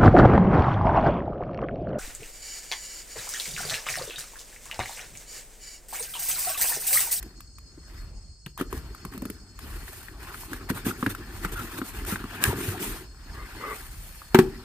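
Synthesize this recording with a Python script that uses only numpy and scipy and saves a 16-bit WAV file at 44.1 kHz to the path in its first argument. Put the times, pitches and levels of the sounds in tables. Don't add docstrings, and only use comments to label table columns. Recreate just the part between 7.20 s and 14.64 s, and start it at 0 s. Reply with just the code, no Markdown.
import sys
import numpy as np
from scipy import signal
from scipy.fft import rfft, irfft, next_fast_len
from scipy.io import wavfile
from scipy.ndimage import uniform_filter1d, map_coordinates

SR = 44100
rng = np.random.default_rng(int(sys.argv[2]) if len(sys.argv) > 2 else 0)


def transcribe(signal):
    frames = np.atleast_2d(signal).T
    limited = np.clip(frames, -1, 1)
    pcm = np.round(limited * 32767).astype(np.int16)
    wavfile.write(sys.argv[1], SR, pcm)


N = 328148

# centre in Hz, width in Hz, weight in dB.
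PANELS = [(96.3, 36.4, -0.5), (227.5, 120.5, 2), (295.5, 143, 4), (405.7, 152, -1)]
# centre in Hz, width in Hz, weight in dB.
BOARD = [(796, 562, -3.5), (1206, 852, 3), (1501, 682, 4), (1832, 437, -1), (2450, 890, -9.5),
         (4010, 1600, -16.5)]
# frequency in Hz, gain in dB.
SKIN = [(800, -7), (2500, 1.5), (4500, -3.5), (7500, 2), (10000, 6), (13000, 5), (15300, 1.5), (16400, -16)]
SWELL_SHARPNESS = 0.95


def amp(db):
    return 10 ** (np.asarray(db) / 20)


def unit(x):
    return x / np.sqrt(np.mean(x ** 2) + 1e-20)


def along(points, hz):
    f, v = np.transpose(points)
    return np.interp(np.log(hz + 1), np.log(f + 1), v)


def curves(rows):
    s, *cols = np.transpose(rows)
    return [np.interp(np.arange(N) / SR, s, c) for c in cols]


def swells(rows, peak, sharp):
    start, length, *cols = np.transpose(rows)[:, :, None]
    u = np.clip((np.arange(0, N, 32) / SR - start) / length, 0, 1)
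    warped = u ** (np.log(.5) / np.log(peak))
    arch = np.abs(np.sin(np.pi * warped)) ** sharp
    return [np.repeat(np.linalg.norm(amp(db) * arch, axis=0), 32)[:N] for db in cols]


def span(start_s, t):
    first = round(start_s * SR)
    return slice(first, first + len(t))


def wobble(rate_hz):
    knots = rng.standard_normal(int(N * rate_hz / SR) + 4)
    return map_coordinates(knots, [np.arange(N) * rate_hz / SR])


def filtered(x, response):
    m = next_fast_len(N + SR // 2)
    return irfft(rfft(x, m) * response(np.fft.rfftfreq(m, 1 / SR)), m)[..., :N]


def ringing(modes):
    def response(f):
        total = 0
        for k, (centre, width, db) in enumerate(modes):
            resonance = 1j * f * width / (centre * centre - f * f + 1j * f * width + 1e-9)
            total = total + (-1) ** k * amp(db) * resonance
        return total
    return response


def skin_colour(f):
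    return amp(along(SKIN, f))


def grit(rate_hz, spiky_db, patchy_db):
    z = signal.stft(rng.standard_normal((2, N)), nperseg=256)[2]
    field = uniform_filter1d(rng.standard_normal(z.shape[1:]), size=2, axis=0)
    field = uniform_filter1d(field, size=10, axis=1)
    patchy = signal.istft(z * amp(patchy_db * unit(field)), nperseg=256)[1][:, :N]
    return patchy * amp(spiky_db * wobble(rate_hz))


def spread(pair, alike):
    def weights(hz):
        turn = np.arccos(np.clip(along(alike, hz), 0, 1)) / 2
        return np.array([np.cos(turn), np.sin(turn)])
    mid, side = filtered(pair, weights)
    return np.array([mid + side, mid - side])


def background():
    # frequency in Hz, gain in dB.
    rumble_colour = [(18, -60), (33, 1), (55, -1.5), (100, -13), (400, -33.5), (900, -40), (3500, -50),
                     (16000, -62)]
    # centre in Hz, width in Hz, weight in dB (filter applied twice).
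    fizz_bands = [(4310, 105, 3), (5126, 670, 0), (6690, 390, 0), (8240, 1100, -3.5)]
    # pitch in Hz, middle peak level in dB.
    whine_tones = [(4334, -65.5), (8000, -66)]
    rumble = unit(filtered(grit(5.6, spiky_db=3.5, patchy_db=-2.0), lambda f: amp(along(rumble_colour, f))))
    fizz = unit(filtered(grit(30, spiky_db=2.0, patchy_db=2.5), lambda f: ringing(fizz_bands)(f) ** 2))
    t = np.arange(N) / SR
    whine = 0
    for hz, db in whine_tones:
        level = amp(db + 2.5 * wobble(13))
        phase = 2 * np.pi * hz * t + [[0], [1]] + 2.0 * wobble(8.7)
        whine = whine + level * np.sin(phase)
    return amp(-43.0) * rumble + amp(-57.5) * fizz + whine


def rubbing():
    # time in seconds, rasp gain in dB.
    pressure = [(0, -55.5), (.35, -78.5), (.6, -65), (1.3, -92), (1.55, -57.5), (2.1, -59.5), (2.3, -67),
                (2.42, -56.5), (3.0, -55.5), (3.9, -52), (4.2, -49.5), (4.5, -51.5), (5.05, -47.5),
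                (5.22, -41.5), (5.75, -45), (5.9, -63), (6.2, -50.5), (6.5, -44), (6.65, -58.5), (7.1, -58),
                (7.2, -53)]
    # start in seconds, length in seconds, hiss gain in dB, rasp gain in dB.
    skin_strokes = [(.66, 0.27, -61, -57.5), (1.38, 0.061, -45.5, -40), (1.5, 0.14, -48, -50.5),
                    (1.915, 0.062, -50.5, -46.5), (2.385, 0.36, -50, -52), (2.63, 0.31, -46, -55.5),
                    (2.99, 0.21, -49.5, -47.5), (3.12, 0.2, -44, -69), (3.29, 0.12, -46.5, -47.5),
                    (3.489, 0.029, -36.5, -34), (3.54, 0.079, -42, -41.5), (3.645, 0.083, -34, -39.5),
                    (3.77, 0.14, -44.5, -58), (3.89, 0.045, -37.5, -43), (4.1, 0.27, -49, -70),
                    (4.226, 0.046, -41, -39.5), (4.316, 0.038, -36.5, -43.5), (4.35, 0.16, -42, -45),
                    (4.49, 0.16, -45.5, -44.5), (4.574, 0.024, -35.5, -36.5), (4.64, 0.092, -41, -66),
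                    (4.73, 0.11, -43.5, -46.5), (4.86, 0.12, -34, -41), (5.213, .12, -31.5, -34.5),
                    (5.36, 0.23, -35, -43.5), (5.59, 0.16, -34.5, -52), (5.72, 0.13, -45, -51),
                    (6.47, 0.26, -45, -52), (6.62, 0.61, -49, -66)]
    # time in seconds, boom gain in dB re rasp gain.
    drumming = [(0, 5), (1.3, -1.5), (2.05, 10.5), (2.5, 1), (3.7, 4.5), (5.05, 0), (5.3, 6), (7.1, -8),
                (7.3, 8)]
    steady_hiss_db = -5.5
    catches_per_s, catch_db, catch_spread_db = 370, -9.5, 17

    steady = amp(curves(pressure)[0])
    hiss_gain, rasp_gain = swells(skin_strokes, 0.36, SWELL_SHARPNESS)
    rasp_gain = np.hypot(rasp_gain, steady)
    hiss_gain = np.hypot(hiss_gain, amp(steady_hiss_db) * steady)
    boom_gain = rasp_gain * amp(curves(drumming)[0])

    stutter = amp(0.86 * wobble(30) + 1.08 * wobble(90))
    caught = rng.random(N) < catches_per_s / SR
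    catches = caught * amp(catch_spread_db * rng.random(N)) * rng.standard_normal((2, N))

    rasp = unit(stutter * filtered(grit(270, spiky_db=0.5, patchy_db=3.5), ringing(BOARD)))
    rasp = rasp + amp(catch_db) * unit(filtered(catches, lambda f: ringing(BOARD)(f) ** 2))
    boom = filtered(grit(35, spiky_db=2.5, patchy_db=-3.5), lambda f: ringing(PANELS)(f) ** 2)
    boom = unit(stutter * boom)
    hiss = unit(stutter * filtered(grit(900, spiky_db=-1, patchy_db=2.0), skin_colour))
    hiss = hiss + amp(catch_db) * unit(filtered(catches, skin_colour))
    return rasp_gain * rasp + boom_gain * boom + hiss_gain * hiss


def knocks():
    # start in seconds, drive level in dB, crackle drive in dB re that, flap pitch in Hz.
    snaps = [(0.027, -33, 1.5, 1850), (0.205, -36.5, -1, 1200), (0.384, -40, -0.5, 1180),
             (1.262, -20.5, -15.5, 2900), (1.376, -29, -5, 1050), (1.411, -19.5, -12, 1256),
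             (1.527, -22, -11, 1110), (1.576, -37, 1, 1090), (1.748, -32, -8.5, 1260),
             (1.85, -27, -5.5, 1090), (1.937, -36, -5, 1100), (1.977, -35, 0.5, 1230),
             (2.02, -34.5, -1, 1010), (2.053, -30.5, -1.5, 1310), (2.1, -34, 4, 1450),
             (2.39, -34, -0.5, 1190), (2.68, -28, -22, 1690), (2.884, -26.5, -29, 1760),
             (3.085, -30, -30, 1290), (3.144, -25, -24, 1480), (3.234, -33, -17, 1000),
             (3.332, -19, -10.5, 1550), (3.4998, -17, -8, 1460), (3.688, -29, -17, 1400),
             (3.827, -14.5, -29, 1210), (3.863, -9, -20, 1610), (3.949, -22.5, -10, 1340),
             (4.2479, -14, -12.5, 1400), (4.616, -19.5, -32, 1380), (4.849, -28.5, -5, 1370),
             (4.958, -16, -44, 1600), (5.012, -40, -26, 1620), (5.04, -25.5, -16, 1230),
             (5.241, -15, -6, 1650), (5.328, -27.5, -8, 805), (7.018, -30, -35, 1250)]
    scuff, pluck, crackle = np.zeros((3, 2, N + SR))
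    t = np.arange(SR // 8) / SR
    rise = 1 - np.exp(-t / 0.0011)
    for s, db, crackle_db, hz in snaps:
        at = span(s, t)
        scuff[:, at] += amp(db - 60 * t / 0.034) * rise * rng.standard_normal((2, len(t)))
        tone = np.sin(2 * np.pi * (hz * t + [[0], [rng.random()]]))
        pluck[:, at] += amp(db - 60 * t * hz / 11) * rise * tone
        crackle[:, at] += amp(db + crackle_db - 60 * t / 0.021) * rise * rng.standard_normal((2, len(t)))
    scuff = amp(3.0) * filtered(scuff, ringing(BOARD))
    crackle = amp(2.0) * filtered(crackle, skin_colour)
    return scuff + amp(7.5) * pluck[:, :N] + crackle


def thuds():
    # start in seconds, drive level in dB, pitch in Hz.
    body_thuds = [(0.062, -36.5, 287), (0.576, -40.5, 305), (1.263, -30.5, 142), (1.399, -31, 400),
                  (1.41, -20, 285), (1.528, -27.5, 380), (1.543, -30, 305), (1.851, -29, 187),
                  (1.947, -34, 291), (1.974, -32, 210), (2.023, -24.5, 250), (2.055, -25.5, 257),
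                  (2.099, -29.5, 293), (3.332, -33.5, 313), (3.503, -14.5, 202), (3.665, -16.5, 236),
                  (3.69, -27.5, 198), (3.828, -18.5, 239), (3.866, -17, 273), (4.251, -25, 170),
                  (4.588, -27, 313), (4.616, -23, 270), (4.923, -22.5, 205), (5.041, -26.5, 244),
                  (5.276, -17, 97), (5.291, -14.5, 93), (5.33, -26.5, 417), (5.482, -21, 103)]
    swing, push = np.zeros((2, N + SR))
    t = np.arange(SR // 5) / SR
    for s, db, hz in body_thuds:
        at = span(s, t)
        envelope = amp(db - 60 * t * np.sqrt(hz) / 0.49) * (1 - np.exp(-t * hz / .5))
        swing[at] += envelope * np.sin(2 * np.pi * hz * t)
        push[at] += amp(db - 60 * t / 0.047) * (1 - np.exp(-t * hz)) * rng.standard_normal(len(t))
    return amp(8.0) * swing[:N] + amp(20.0) * filtered(push, ringing(PANELS))


def scrapes():
    # start in seconds, length in seconds, gain in dB, pitch in Hz.
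    drags = [(3.701, 0.017, -31.5, 1340), (4.337, 0.089, -37, 1410), (4.905, 0.043, -34.5, 1410),
             (5.151, 0.15, -34.5, 1650), (5.248, 0.08, -38.5, 910), (5.524, 0.045, -40, 772)]
    q, peak_share = 6, .65
    out, fibres = np.zeros((2, N)), grit(120, spiky_db=2, patchy_db=2.5)
    for s, length, db, hz in drags:
        at = slice(round(s * SR), round((s + length) * SR))
        b, a = signal.iirpeak(hz, q, SR)
        sung = signal.lfilter(b, a, signal.lfilter(b, a, fibres[:, at]))
        gain = swells([(s, length, db)], peak_share, SWELL_SHARPNESS)[0]
        out[:, at] += gain[at] * unit(sung)
    return out


def flap_crack():
    # start in seconds, drive level in dB.
    bursts = [(5.2397, -5.5)]
    t60_s = .004
    crack = np.zeros((2, N + SR))
    t = np.arange(SR // 8) / SR
    for s, db in bursts:
        crack[:, span(s, t)] += amp(db - 60 * t / t60_s) * np.sign(rng.standard_normal((2, len(t))))
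    return amp(2.0) * filtered(crack, skin_colour)


def palm_push():
    # start in seconds, length in seconds, gain in dB.
    pushes = [(6.13, 0.125, -46), (6.385, 0.16, -34.5)]
    # centre in Hz, width in Hz, weight in dB (filter applied twice).
    lid_modes = [(420, 170, -3), (1190, 140, 0), (1480, 120, -5), (2060, 200, -3)]
    friction = unit(filtered(grit(90, spiky_db=1.2, patchy_db=1.5), lambda f: ringing(lid_modes)(f) ** 2))
    return swells(pushes, 0.73, 0.3)[0] * friction


def slaps():
    # start in seconds, drive level in dB, crack and rattle drive in dB re that.
    finger_slaps = [(7.145, 2.5, -12.5, 5.5), (7.187, 3.5, -13, -0.5)]
    # pitch in Hz, middle level in dB re drive, t60 in seconds.
    box_modes = [(170, 3, 0.035), (227.7, -4, 0.12), (377.4, 2.5, 0.089), (873, 3.5, 0.017),
                 (1124, -1, 0.01)]
    out, rattle = np.zeros((2, 2, N + SR))
    t = np.arange(SR // 3) / SR
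    for s, db, crack_db, rattle_db in finger_slaps:
        at = span(s, t)
        ring = 0
        for hz, level, t60 in box_modes:
            decay = amp(level + rng.normal(0, 1) - 60 * (t / t60) ** 1.07)
            ring = ring + decay * np.sin(2 * np.pi * hz * t + 0.22 * rng.standard_normal())
        ring = ring * (1 - np.exp(-(t / 0.0024) ** 2))
        crack_decay = amp(-60 * t / 0.025) + 0.73 * amp(-60 * t / 0.058)
        crack = amp(crack_db) * crack_decay * rng.standard_normal((2, len(t)))
        crack = crack * (1 - np.exp(-t / 0.0021))
        out[:, at] += amp(db - 7.5) * (ring + crack)
        rattle_envelope = amp(db + rattle_db - 60 * t / 0.063) * (1 - np.exp(-t / 0.00038))
        rattle[:, at] += rattle_envelope * rng.standard_normal((2, len(t)))
    rattle = filtered(rattle, lambda f: ringing(BOARD)(f) / (1 + 1j * f / 2500))
    return out[:, :N] + amp(-1.0) * rattle


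def workshop(x):
    # frequency in Hz, t60 in seconds.
    room_decay = [(100, 0.49), (2000, 0.17), (12000, 0.27)]
    hz, t, z = signal.stft(rng.standard_normal((2, SR // 2)), SR, nperseg=256)
    decay = amp(-60 * t / along(room_decay, hz)[:, None])
    tail = signal.istft(z * decay, SR, nperseg=256)[1]
    tail = tail / np.linalg.norm(tail[0])
    return signal.fftconvolve(np.pad(x, (400, 0))[None], tail, axes=1)[:, :N]


def scene():
    # frequency in Hz, left-right likeness 0 to 1.
    alike_near = [(300, 1), (1500, 0.94), (2400, 0.016), (7500, 0.018), (11000, 1)]
    # frequency in Hz, left-right likeness 0 to 1.
    alike_far = [(200, 0.96), (700, 0.86), (7500, 0.028), (11000, 1)]
    far = background()
    box = rubbing() + knocks() + thuds() + scrapes() + flap_crack() + palm_push() + slaps()
    far = far + amp(-14) * workshop(box[0])
    return spread(box, alike_near) + spread(far, alike_far)


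def record(dry):
    # frequency in Hz, left minus right in dB.
    left_gain = [(500, 0.5), (1300, 2), (2400, 3.5), (4400, 1.5), (8000, -1)]
    # frequency in Hz, lag behind right in cycles.
    left_lag = [(200, 0), (2000, .15), (8400, 0), (11300, .5), (13800, 1), (15600, 1.5)]
    full_scale, top_hz = .95, 16480

    def ports(hz):
        left = amp(along(left_gain, hz)) * np.exp(-2j * np.pi * along(left_lag, hz))
        return np.array([left, np.ones_like(left)])

    heard = filtered(dry, ports)
    rounded = heard / (1 + np.abs(heard / full_scale) ** 6) ** (1 / 6)
    return filtered(rounded, lambda hz: hz < top_hz)


dry = scene()
out = record(dry)
transcribe(out)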